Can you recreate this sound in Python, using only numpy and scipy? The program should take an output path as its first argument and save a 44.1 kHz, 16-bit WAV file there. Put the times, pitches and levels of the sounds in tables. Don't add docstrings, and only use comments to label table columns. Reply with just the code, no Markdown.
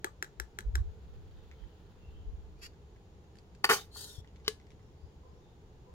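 import sys
import numpy as np
from scipy import signal
from scipy.fft import rfft, irfft
from scipy.io import wavfile
from scipy.ndimage import uniform_filter1d

SR = 44100
rng = np.random.default_rng(int(sys.argv[2]) if len(sys.argv) > 2 else 0)


def file_out(sig):
    cols = np.atleast_2d(sig).T
    lim = np.clip(cols, -1, 1)
    pcm = np.round(lim * 32767).astype(np.int16)
    wavfile.write(sys.argv[1], SR, pcm)


N = 261939
TIME, HZ = np.arange(N) / SR, np.fft.rfftfreq(N, 1 / SR)
RING = TIME[:SR // 5]

# freq_hz, correlation
AIR_LIKENESS = [(400, 0.68), (1500, 0.52), (4000, 0.343), (10000, 0.26)]


def spoon_taps(detune_spread=.02, contact_db=2.5, rebound_s=.0193):
    # start_s, level_db, knock_db, rebound_relative_db
    taps = [(0.0444, -21, -28, -28), (0.2255, -22.5, -37.5, -17), (0.3992, -23.5, -39, -27),
            (0.5876, -25.5, -41, -15.5), (0.7544, -23.5, -38.5, -35)]
    # pitch_hz, gain_db, t60_s
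    spoon_modes = [(1420, -4, .011), (1660, -1, .012), (1950, -10, .011), (2220, -18, 0.0068),
                   (2930, -17.5, 0.0098), (3300, -12, 0.011), (3880, -10, 0.0097), (5880, -9, 0.0097),
                   (7060, -12.5, .01), (7630, -12, 0.013), (11300, -21, 0.0077)]
    # pitch_hz, gain_db, t60_s
    bowl_modes = [(371, -1, 0.057), (520, -14, .06), (860, -1, .035)]
    # start_s, level_db, pitch_hz
    rocks = [(0.071, -38, 1195), (0.78, -44.5, 1127)]
    out = np.zeros((2, N))
    attack = np.clip(RING / .00066, 0, 1)
    knock = np.clip(RING / .003, 0, 1) * ringing(bowl_modes)
    for start, db, knock_db, rebound_db in taps:
        detunes = 1 + detune_spread * rng.standard_normal(len(spoon_modes))
        trims = contact_db * rng.uniform(-.85, 1, len(spoon_modes))
        modes = [(hz * detune, gain + trim, t60)
                 for (hz, gain, t60), detune, trim in zip(spoon_modes, detunes, trims)]
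        ring = filtered(ringing(modes), 6, 1380, "high")
        scatter = amp(-26.5) * filtered(crack(t60=.093), 4, 8000, "low")
        add(out, start, amp(db) * attack * (ring + amp(-8) * crack(t60=.013) + scatter))
        add(out, start, amp(knock_db) * knock)
        add(out, start + rebound_s, amp(db + rebound_db) * (ring + amp(-12) * crack(t60=.025)))
    for start, db, hz in rocks:
        add(out, start, amp(db) * mode(hz, t60=.059))
    return pan(out, lead_ms=.423, left_db=3.5)


def cream_pops(cavity_db=-2):
    # start_s, strength_db, crack_trim_db, nozzle_trim_db, wall_trim_db
    plugs = [(3.6428, -11.5, -9, -7, -1.5), (3.6439, -19, 0.5, -1, -4), (3.6462, -21.5, -7.5, -4, -1.5),
             (3.6502, -24, 8.5, -8.5, -3), (3.6535, -32, -5.5, 14, 0), (3.691, -17, -10, -14.5, -4),
             (3.696, -20.5, -6, -11.5, 2), (3.7004, -18.5, -3, -12, -1), (3.7098, -18.5, -0.5, -10, -2),
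             (3.716, -14, -5.5, -12, -9), (3.7345, -25.5, -4, -12, -8), (3.7417, -24.5, -8, -14, -12),
             (3.9596, -36.5, -20, -34, -20)]
    # pitch_hz, gain_db, t60_s
    bottle_modes = [(400, -7, .03), (820, -7, .027), (1134, -2, 0.0199), (1430, -3, .028), (1837, -3, .035),
                    (2100, -2.5, 0.016), (2552, -4.5, .02), (3012, -3.5, .022), (4645, 0, .015)]
    out = np.zeros((2, N))
    for start, db, crack_db, nozzle_db, wall_db in plugs:
        tilt = [(420, cavity_db), (1100, 0), (2100, wall_db), (3000, wall_db), (4500, nozzle_db)]
        modes = [(hz, gain + curve_at(tilt, hz), t60) for hz, gain, t60 in bottle_modes]
        lip_squeak = amp(nozzle_db - 5) * mode(4600, t60=.016)
        ring = ringing(modes, polarity=-1) + lip_squeak
        add(out, start, amp(db) * (amp(-4) * ring + amp(crack_db - 5) * crack(t60=.0084)))
    escaping = filtered(out, 3, 330, "high")
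    return pan(escaping, lead_ms=.14, left_db=2)


def splutter(bursts_per_s=900, cream_full=.85, cream_left=.32, runs_out_s=3.717, drain_s=.014):
    # start_s, flow_db, attack_s, hold_s, fall_db_per_s
    spurts = [(3.639, -34, 0.004, 0.006, 450), (3.691, -22, 0.009, 0.015, 314)]
    flow = sum(amp(db) * surge(start, attack, hold, fall) for start, db, attack, hold, fall in spurts)
    cream_share = cream_left + (cream_full - cream_left) * settle(runs_out_s, drain_s)
    bursts = evened(impulses(bursts_per_s) * rng.uniform(.18, 1, N) * rng.choice([-1, 1], N))
    wet = np.sqrt(cream_share) * gurgle(bursts, clears_s=spurts[-1][0])
    air = np.sqrt(1 - cream_share) * amp(1) * air_jet(bursts)
    return pan(flow * (wet + air), lead_ms=.13, left_db=1)


def gurgle(bursts, clears_s, start_hz=2500, end_hz=450, sink_s=.031, foam=.45):
    # centre_hz, width_hz, gain_db
    cavity = [(420, 37, 7.5), (515, 45, -2), (640, 90, -9), (835, 55, 4), (1112, 60, 2), (1230, 60, -1),
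              (1410, 110, 2), (1850, 130, 0), (2200, 130, -4), (3010, 200, -9), (3900, 300, -13)]
    drive = bursts + foam * noise_pair(AIR_LIKENESS)
    response = sum((-1) ** k * amp(db) * band(hz, width) for k, (hz, width, db) in enumerate(cavity))
    body = evened(irfft(rfft(drive) * response, N))
    sinking_hz = end_hz + (start_hz - end_hz) * settle(clears_s, sink_s)
    sweep = amp(-11.5) * whistle(drive, sinking_hz, width_hz=870)
    wet = filtered(body + sweep + amp(-7) * froth(), 4, 360, "high")
    puff = amp(-20) * whistle(drive, 155, width_hz=110)
    return evened(wet) + puff


def froth(sizes=16, bubbles_per_s=450, ring_cycles=20, rise=.15):
    out = np.zeros(N)
    for hz in np.geomspace(1250, 2600, sizes):
        t60 = ring_cycles / hz
        blip = np.sin(2 * np.pi * hz * RING * (1 + rise * RING / t60)) * dying(t60)
        breaks = impulses(bubbles_per_s / sizes) * rng.uniform(-1, 1, N)
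        out += signal.oaconvolve(breaks, blip)[:N]
    return evened(out)


def air_jet(bursts, spits_per_s=260):
    # freq_hz, gain_db
    jet_spectrum = [(250, -29), (450, -4), (900, -2.5), (1600, -10.5), (2600, 0), (3700, -4), (5000, 1),
                    (6600, .5), (8200, -5), (12500, -3.5), (16000, -11)]
    # centre_hz, width_hz, gain_db
    nozzle_peaks = [(3080, 120, 0), (4560, 350, 0), (5500, 60, 2), (6260, 40, 3), (7000, 40, 3),
                    (8229, 40, 3), (14272, 50, 3)]
    flutter = amp(2 * wobble(120))
    spits = evened(impulses(spits_per_s) * rng.standard_normal(N))
    air = noise_pair(AIR_LIKENESS) * flutter + amp(-4) * spits + .4 * bursts
    return colour(bowl_echoes(air, strength=.5), jet_spectrum, nozzle_peaks)


def wall_snap(creep_s=4.447, snap_s=4.4796, slips_per_s=1200, growth_db_per_s=200):
    # pitch_hz, gain_db, t60_s
    wall_modes = [(860, -10, 0.01), (1136, -1.5, .018), (1620, -3.5, 0.017), (2050, -4.5, 0.03),
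                  (2990, 6, 0.017), (3700, 1.5, 0.016), (3980, 2, 0.027), (4460, 5, .012),
                  (4960, 2.5, 0.017), (5820, -2.5, 0.017), (6700, -10.5, 0.014)]
    # pitch_hz, gain_db, t60_s
    hollow_modes = [(431, -3.5, 0.084), (1704, -26, 0.2)]
    out = np.zeros((2, N))
    wall = ringing(wall_modes, polarity=-1)
    t = np.arange(0, snap_s - creep_s, 1 / SR)
    slips = impulses(slips_per_s, len(t)) * rng.uniform(-1.3, 1, len(t)) * amp(growth_db_per_s * t)
    creep = signal.fftconvolve(.5 * wall + crack(t60=.0047), slips[None], axes=1)
    add(out, creep_s, amp(-60) * filtered(creep, 3, 7000, "low"))
    add(out, snap_s, amp(-25) * (wall + ringing(hollow_modes)))
    add(out, snap_s + .001233, amp(-26) * crack(t60=.019))
    shiver = filtered(crack(t60=.17), 2, 7500, "low")
    add(out, snap_s, amp(-38) * shiver)
    return pan(out, lead_ms=.12, left_db=3)


def refill(start_s=3.908, attack_s=.079, hold_s=.031, seal_s=4.197, closing_s=.021,
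           start_hz=4500, end_hz=3380, sag_s=.065, films_per_s=420):
    # freq_hz, gain_db
    intake_spectrum = [(200, -24), (420, -3.5), (700, -12.5), (1400, -4.5), (1900, -10), (2380, -32),
                       (2700, -11), (3100, -2.5), (4800, -3), (6200, -3), (8500, -2.5), (12000, -9.5),
                       (16000, -12.5)]
    # centre_hz, width_hz, gain_db
    intake_peaks = [(453, 70, 1), (790, 80, 7.5), (2570, 30, 9.5), (3390, 46, 5), (3890, 120, 6),
                    (4420, 120, 7), (4950, 45, 3), (5480, 68, 5), (6640, 60, 2), (8100, 50, -4),
                    (8700, 50, -3)]
    gap = np.clip(1 - (TIME - seal_s) / closing_s, 0, 1)
    flow = gap * surge(start_s, attack_s, hold_s, fall_db_per_s=93, bend=1.67)
    pitch_hz = end_hz + (start_hz - end_hz) * settle(start_s + attack_s + hold_s, sag_s)
    air = wet_stream(flow, intake_spectrum, intake_peaks, pitch_hz, whistle_db=-5.5, width_hz=300)
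    films = impulses(films_per_s) * rng.uniform(-.92, 1, N)
    fizz = evened(filtered(bowl_echoes([films, films], strength=.4), 2, [5500, 14000], "band"))
    suction = amp(-46) * (air + amp(-11) * flow * fizz)
    narrowing = amp(-63) * gap * swell(4.135, half_s=.088)
    thin_whistle = narrowing * whistle(noise_pair(AIR_LIKENESS), 5500, width_hz=170)
    return pan(suction + thin_whistle, lead_ms=.1, left_db=2.5)


def first_leak(start_s=2.612, attack_s=.022, hold_s=.033, start_hz=2480, rise_hz_per_s=5800):
    # freq_hz, gain_db
    leak_spectrum = [(500, -24), (1000, -4.5), (1700, 2), (2800, 3), (3700, -3), (5500, -3), (7200, -3),
                     (8500, -13.5), (12000, -9), (16000, -23)]
    # centre_hz, width_hz, gain_db
    leak_peaks = [(5300, 280, -1)]
    seep = amp(-18) * swell(2.635, half_s=.045)
    flow = surge(start_s, attack_s, hold_s, fall_db_per_s=1700) + seep
    pitch_hz = start_hz + rise_hz_per_s * np.clip(TIME - start_s, 0, attack_s + hold_s)
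    air = wet_stream(flow, leak_spectrum, leak_peaks, pitch_hz, whistle_db=-13, width_hz=260)
    lip = amp(-3.5) * flow * whistle(noise_pair(AIR_LIKENESS), 4660, width_hz=300)
    return pan(amp(-50.5) * (air + lip), lead_ms=.385, left_db=1)


def wet_stream(flow, spectrum, peaks, pitch_hz, whistle_db, width_hz, spits_per_s=350):
    bubbling = amp(2 * wobble(300))
    spits = evened(impulses(spits_per_s) * rng.uniform(-1, 1, N))
    air = (noise_pair(AIR_LIKENESS) + .55 * spits) * bubbling
    hiss = colour(bowl_echoes(air, strength=.57), spectrum, peaks)
    wander = 1 + .023 * wobble(900)
    tone = amp(whistle_db) * whistle(air, pitch_hz * wander, width_hz)
    return flow * hiss + flow ** .6 * tone


def last_air():
    return amp(-51) * swell(3.803, half_s=.028) * whistle(noise_pair(AIR_LIKENESS), 3700, width_hz=330)


def creaks(slips_per_s=900):
    # start_s, level_db, pitch_hz, crack_trim_db
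    clusters = [(1.514, -46, 2080, -5), (1.638, -56, 1950, -12), (2.735, -63, 1590, -2),
                (2.962, -57, 1960, -5), (4.246, -52.5, 1940, -7), (4.275, -56.5, 2800, 2),
                (4.36, -55.5, 2060, 1), (4.399, -59, 2100, -3), (4.447, -57, 2930, -2),
                (4.6, -53.5, 2100, -2), (4.6144, -57.5, 2160, -4), (4.6685, -57, 2080, 1),
                (4.705, -57, 1940, 6.5), (4.719, -59.5, 1950, 6), (4.795, -60, 2050, -7.5),
                (4.829, -62, 2290, -1)]
    out = np.zeros((2, N))
    for start, db, hz, crack_db in clusters:
        slips = crackle(slips_per_s, strength=.6, t60=.11)
        tick = mode(hz, t60=.009) + amp(crack_db + 3) * crack(t60=.006)
        add(out, start, amp(db) * signal.fftconvolve(tick, slips, axes=1))
    return pan(filtered(out, 4, 6200, "low"), lead_ms=.12, left_db=1)


def cream_ticks(films_per_s=500, t60=.016):
    # start_s, level_db, bubble_hz, bubble_relative_db
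    ticks = [(3.242, -64, 1800, -4), (3.3555, -55, 1770, -1.5), (3.37, -55, 1800, -6),
             (3.3865, -49, 4650, -2), (3.5498, -52.5, 1640, -9)]
    out = np.zeros((2, N))
    for start, db, hz, bubble_db in ticks:
        smack = filtered(rng.standard_normal((2, len(RING))) * dying(t60), 2, [1405, 6300], "band")
        films = crackle(films_per_s, strength=.5, t60=.12)
        smacks = signal.fftconvolve(smack, films, axes=1)[:, :len(RING)]
        add(out, start, amp(db) * (smacks + amp(bubble_db) * mode(hz, t60)))
    return out


def handling_thumps():
    # middle_s, level_db, pitch_hz, half_length_s, left_over_right_db
    thumps = [(0.42, -44, 62, 0.03, 16.5), (0.668, -33, 55, 0.015, -14), (0.689, -28.5, 52.3, .015, 3),
              (0.7597, -24, 62.4, .022, 0), (0.789, -27.5, 71.7, .011, -9), (0.809, -26, 65, .015, -3),
              (0.879, -36.5, 62, .013, 17), (1.639, -44.5, 46.3, 0.029, -18.5),
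              (2.086, -46.5, 75, 0.013, 13), (2.288, -38, 44, 0.023, 15.5), (2.344, -40.5, 64, .014, -15.5),
              (4.188, -36, 86, 0.0069, 9), (5.044, -46, 70, 0.013, 17)]
    out = np.zeros((2, N))
    for middle, db, hz, half, left_db in thumps:
        push = np.cos(2 * np.pi * hz * (TIME - middle)) * swell(middle, half)
        out += amp([[db + left_db / 2], [db - left_db / 2]]) * push
    return out


def air_wafts():
    # middle_s, level_db, half_length_s
    wafts = [(0.782, -35.5, 0.1), (1.2, -51, 0.34), (2.31, -47.5, 0.25)]
    # freq_hz, gain_db
    buffet_spectrum = [(15, -8.5), (35, -7.5), (49, -6.5), (61, -1), (80, -4.5), (120, -23.5), (250, -44),
                       (600, -80)]
    draught = sum(amp(db) * swell(middle, half) for middle, db, half in wafts)
    return draught * colour(noise_pair(likeness=[(30, .072), (200, .21)]), buffet_spectrum)


def grip_rustle():
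    # freq_hz, gain_db
    rustle_spectrum = [(500, -19), (1400, 7), (2200, -3), (3300, 2.5), (4700, -3), (6000, -20), (9000, -20),
                       (16000, -14)]
    grain = amp(2 * wobble(700))
    friction = colour(noise_pair(AIR_LIKENESS) * grain, rustle_spectrum)
    return amp(-74.5) * swell(1.5, half_s=.99) * friction


def birds():
    # start_s, pitch_hz, level_db
    notes = [(1.33, 3590, -75), (1.52, 3150, -73), (1.63, 3000, -78), (1.96, 2764, -70), (2.08, 3110, -73),
             (5.37, 3620, -76)]
    # start_s, pitch_hz, level_db
    chirps = [(4.76, 5420, -82), (4.94, 4840, -78.5), (5.19, 4960, -84), (5.27, 5550, -83)]
    # start_s, pitch_hz, level_db
    hoots = [(5.21, 509.4, -56.5), (5.84, 499.4, -56.5)]
    return (far_calls(notes, length_s=.14, glide=-.03, octave_db=-47, waver=.027)
            + far_calls(chirps, length_s=.14, glide=.1, octave_db=-42, waver=.017)
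            + far_calls(hoots, length_s=.048, glide=.042, octave_db=-6, waver=.033))


def far_calls(calls, length_s, glide, octave_db, waver):
    # freq_hz, t60_s
    yard_decay = [(300, .6), (6000, .6)]
    out, count = np.zeros((2, N)), int(length_s * SR)
    slide = 1 + glide * np.linspace(-.5, .5, count)
    envelope = np.sqrt(2 * np.hanning(count))
    for start, hz, db in calls:
        unsteady = 1 + waver * wobble(200, SR)[:count]
        phase = 2 * np.pi * np.cumsum(hz * slide * unsteady) / SR
        add(out, start, amp(db) * envelope * (np.sin(phase) + amp(octave_db) * np.sin(2 * phase)))
    return reverb(out, yard_decay)


def room_tone():
    # freq_hz, gain_db
    rumble_spectrum = [(20, -11.5), (70, 3), (110, -5), (175, -7.5), (250, -16), (420, -13.5), (600, -24),
                       (830, -20.5), (1200, -29), (2300, -35.5), (4500, -38.5), (7200, -43.5),
                       (8400, -58.5), (15500, -52.5)]
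    # freq_hz, correlation
    room_likeness = [(60, 0.85), (150, 0.92), (380, 0.96), (950, 0.22), (2380, -0.16), (5980, 0.17),
                     (15000, -0.83)]
    # centre_hz, width_hz, level_db
    room_modes = [(432, 107, -69.5), (3085, 1900, -81.5), (6696, 410, -86)]
    rumble = amp(-55) * colour(noise_pair(room_likeness), rumble_spectrum)
    air = noise_pair(room_likeness)
    humps = sum(amp(db) * whistle(air, hz, width) for hz, width, db in room_modes)
    mic_hiss = amp(-85) * rng.standard_normal((2, N))
    return rumble + humps + mic_hiss


def bowl_echoes(pair, strength, count=8):
    delays = rng.integers(SR // 2000, SR // 140, (2, count))
    return np.array([side + strength * sum(np.roll(side, delay) for delay in row)
                     for side, row in zip(pair, delays)])


def reverb(x, decay, predelay_s=.0023, echoes_per_s=4000):
    shape = (2, SR // 2)
    echoes = rng.choice([-1., 1.], shape) * impulses(echoes_per_s, shape) * (TIME[:SR // 2] > predelay_s)
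    hz, t, bands = signal.stft(echoes, SR, nperseg=256)
    fade = np.exp(-np.log(1000) * t / curve_at(decay, hz)[:, None])
    tail = signal.istft(bands * fade, SR, nperseg=256)[1]
    return signal.fftconvolve(x, tail / np.linalg.norm(tail[0]), axes=1)[:, :N]


def pan(pair, lead_ms, left_db):
    lag_s = np.array([[-.5], [.5]]) * lead_ms / 1000
    delayed = irfft(rfft(pair) * np.exp(-2j * np.pi * HZ * lag_s), N)
    return delayed * amp([[left_db / 2], [-left_db / 2]])


def ringing(modes, polarity=1):
    return sum(polarity ** k * amp(db) * mode(hz, t60) for k, (hz, db, t60) in enumerate(modes))


def mode(hz, t60):
    return np.sin(2 * np.pi * hz * RING) * dying(t60)


def crack(t60):
    return filtered(rng.standard_normal((2, len(RING))) * dying(t60), 2, [2000, 14000], "band")


def crackle(per_s, strength, t60):
    clicks = impulses(per_s, len(RING)) * rng.uniform(-strength, strength, len(RING)) * dying(t60)
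    clicks[0] = 1
    return clicks[None]


def whistle(air, hz, width_hz):
    turn = np.exp(2j * np.pi * np.cumsum(hz * np.ones(N)) / SR)
    pole = np.exp(-np.pi * width_hz / SR)
    for _ in range(2):
        air = 2 * (turn * signal.lfilter([1 - pole], [1, -pole], air / turn + 1e-18)).real
    return evened(air)


def noise_pair(likeness):
    left, other = rfft(rng.standard_normal((2, N)))
    alike = np.clip(curve_at(likeness, HZ), -1, 1)
    return irfft(np.array([left, alike * left + np.sqrt(1 - alike ** 2) * other]), N)


def impulses(per_s, shape=N):
    return rng.random(shape) < per_s / SR


def wobble(smooth_samples, count=N):
    return evened(uniform_filter1d(rng.standard_normal(count), size=smooth_samples))


def surge(start_s, attack_s, hold_s, fall_db_per_s, bend=1):
    t = TIME - start_s
    return np.clip(t / attack_s, 0, 1) ** bend * amp(-fall_db_per_s * np.maximum(t - attack_s - hold_s, 0))


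def swell(middle_s, half_s):
    return np.exp(-((TIME - middle_s) / half_s) ** 2)


def settle(start_s, time_constant_s):
    return np.exp(-np.maximum(TIME - start_s, 0) / time_constant_s)


def dying(t60):
    return np.exp(-np.log(1000) * RING / t60)


def colour(x, spectrum, peaks=()):
    resonant = 1 + sum(amp(db) * band(hz, width) for hz, width, db in peaks)
    return evened(irfft(rfft(x) * amp(curve_at(spectrum, HZ)) * resonant, N))


def band(hz, width_hz):
    return 1j * HZ * width_hz / (hz ** 2 - HZ ** 2 + 1j * HZ * width_hz)


def filtered(x, order, edge_hz, kind):
    return signal.sosfilt(signal.butter(order, edge_hz, kind, fs=SR, output="sos"), x)


def curve_at(points, hz):
    freqs, values = np.transpose(points)
    return np.interp(np.log(hz + 1), np.log(freqs + 1), values)


def amp(db):
    return 10 ** (np.asarray(db) / 20)


def evened(x):
    return x / np.sqrt(np.mean(x ** 2) + 1e-20)


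def add(mix, start_s, sound):
    part = mix[..., max(round(start_s * SR), 0):][..., :sound.shape[-1]]
    part += sound[..., :part.shape[-1]]


def scene():
    # freq_hz, t60_s
    room_decay = [(250, 0.16), (700, 0.23), (1800, 0.16), (4500, 0.2), (12000, 0.15)]
    bottle = cream_pops() + splutter() + last_air() + creaks() + cream_ticks() + first_leak() + refill()
    snap = wall_snap()
    taps = spoon_taps()
    echo = reverb(amp(-14) * taps + amp(-16.5) * bottle + amp(-19) * snap, room_decay)
    movement = handling_thumps() + air_wafts() + grip_rustle()
    return taps + bottle + snap + echo + movement + room_tone() + birds()


def record(dry):
    low_pass = signal.firwin(511, 16200, window=("kaiser", 9), fs=SR)
    return signal.oaconvolve(dry, low_pass[None], "same")


dry = scene()
out = record(dry)
file_out(out)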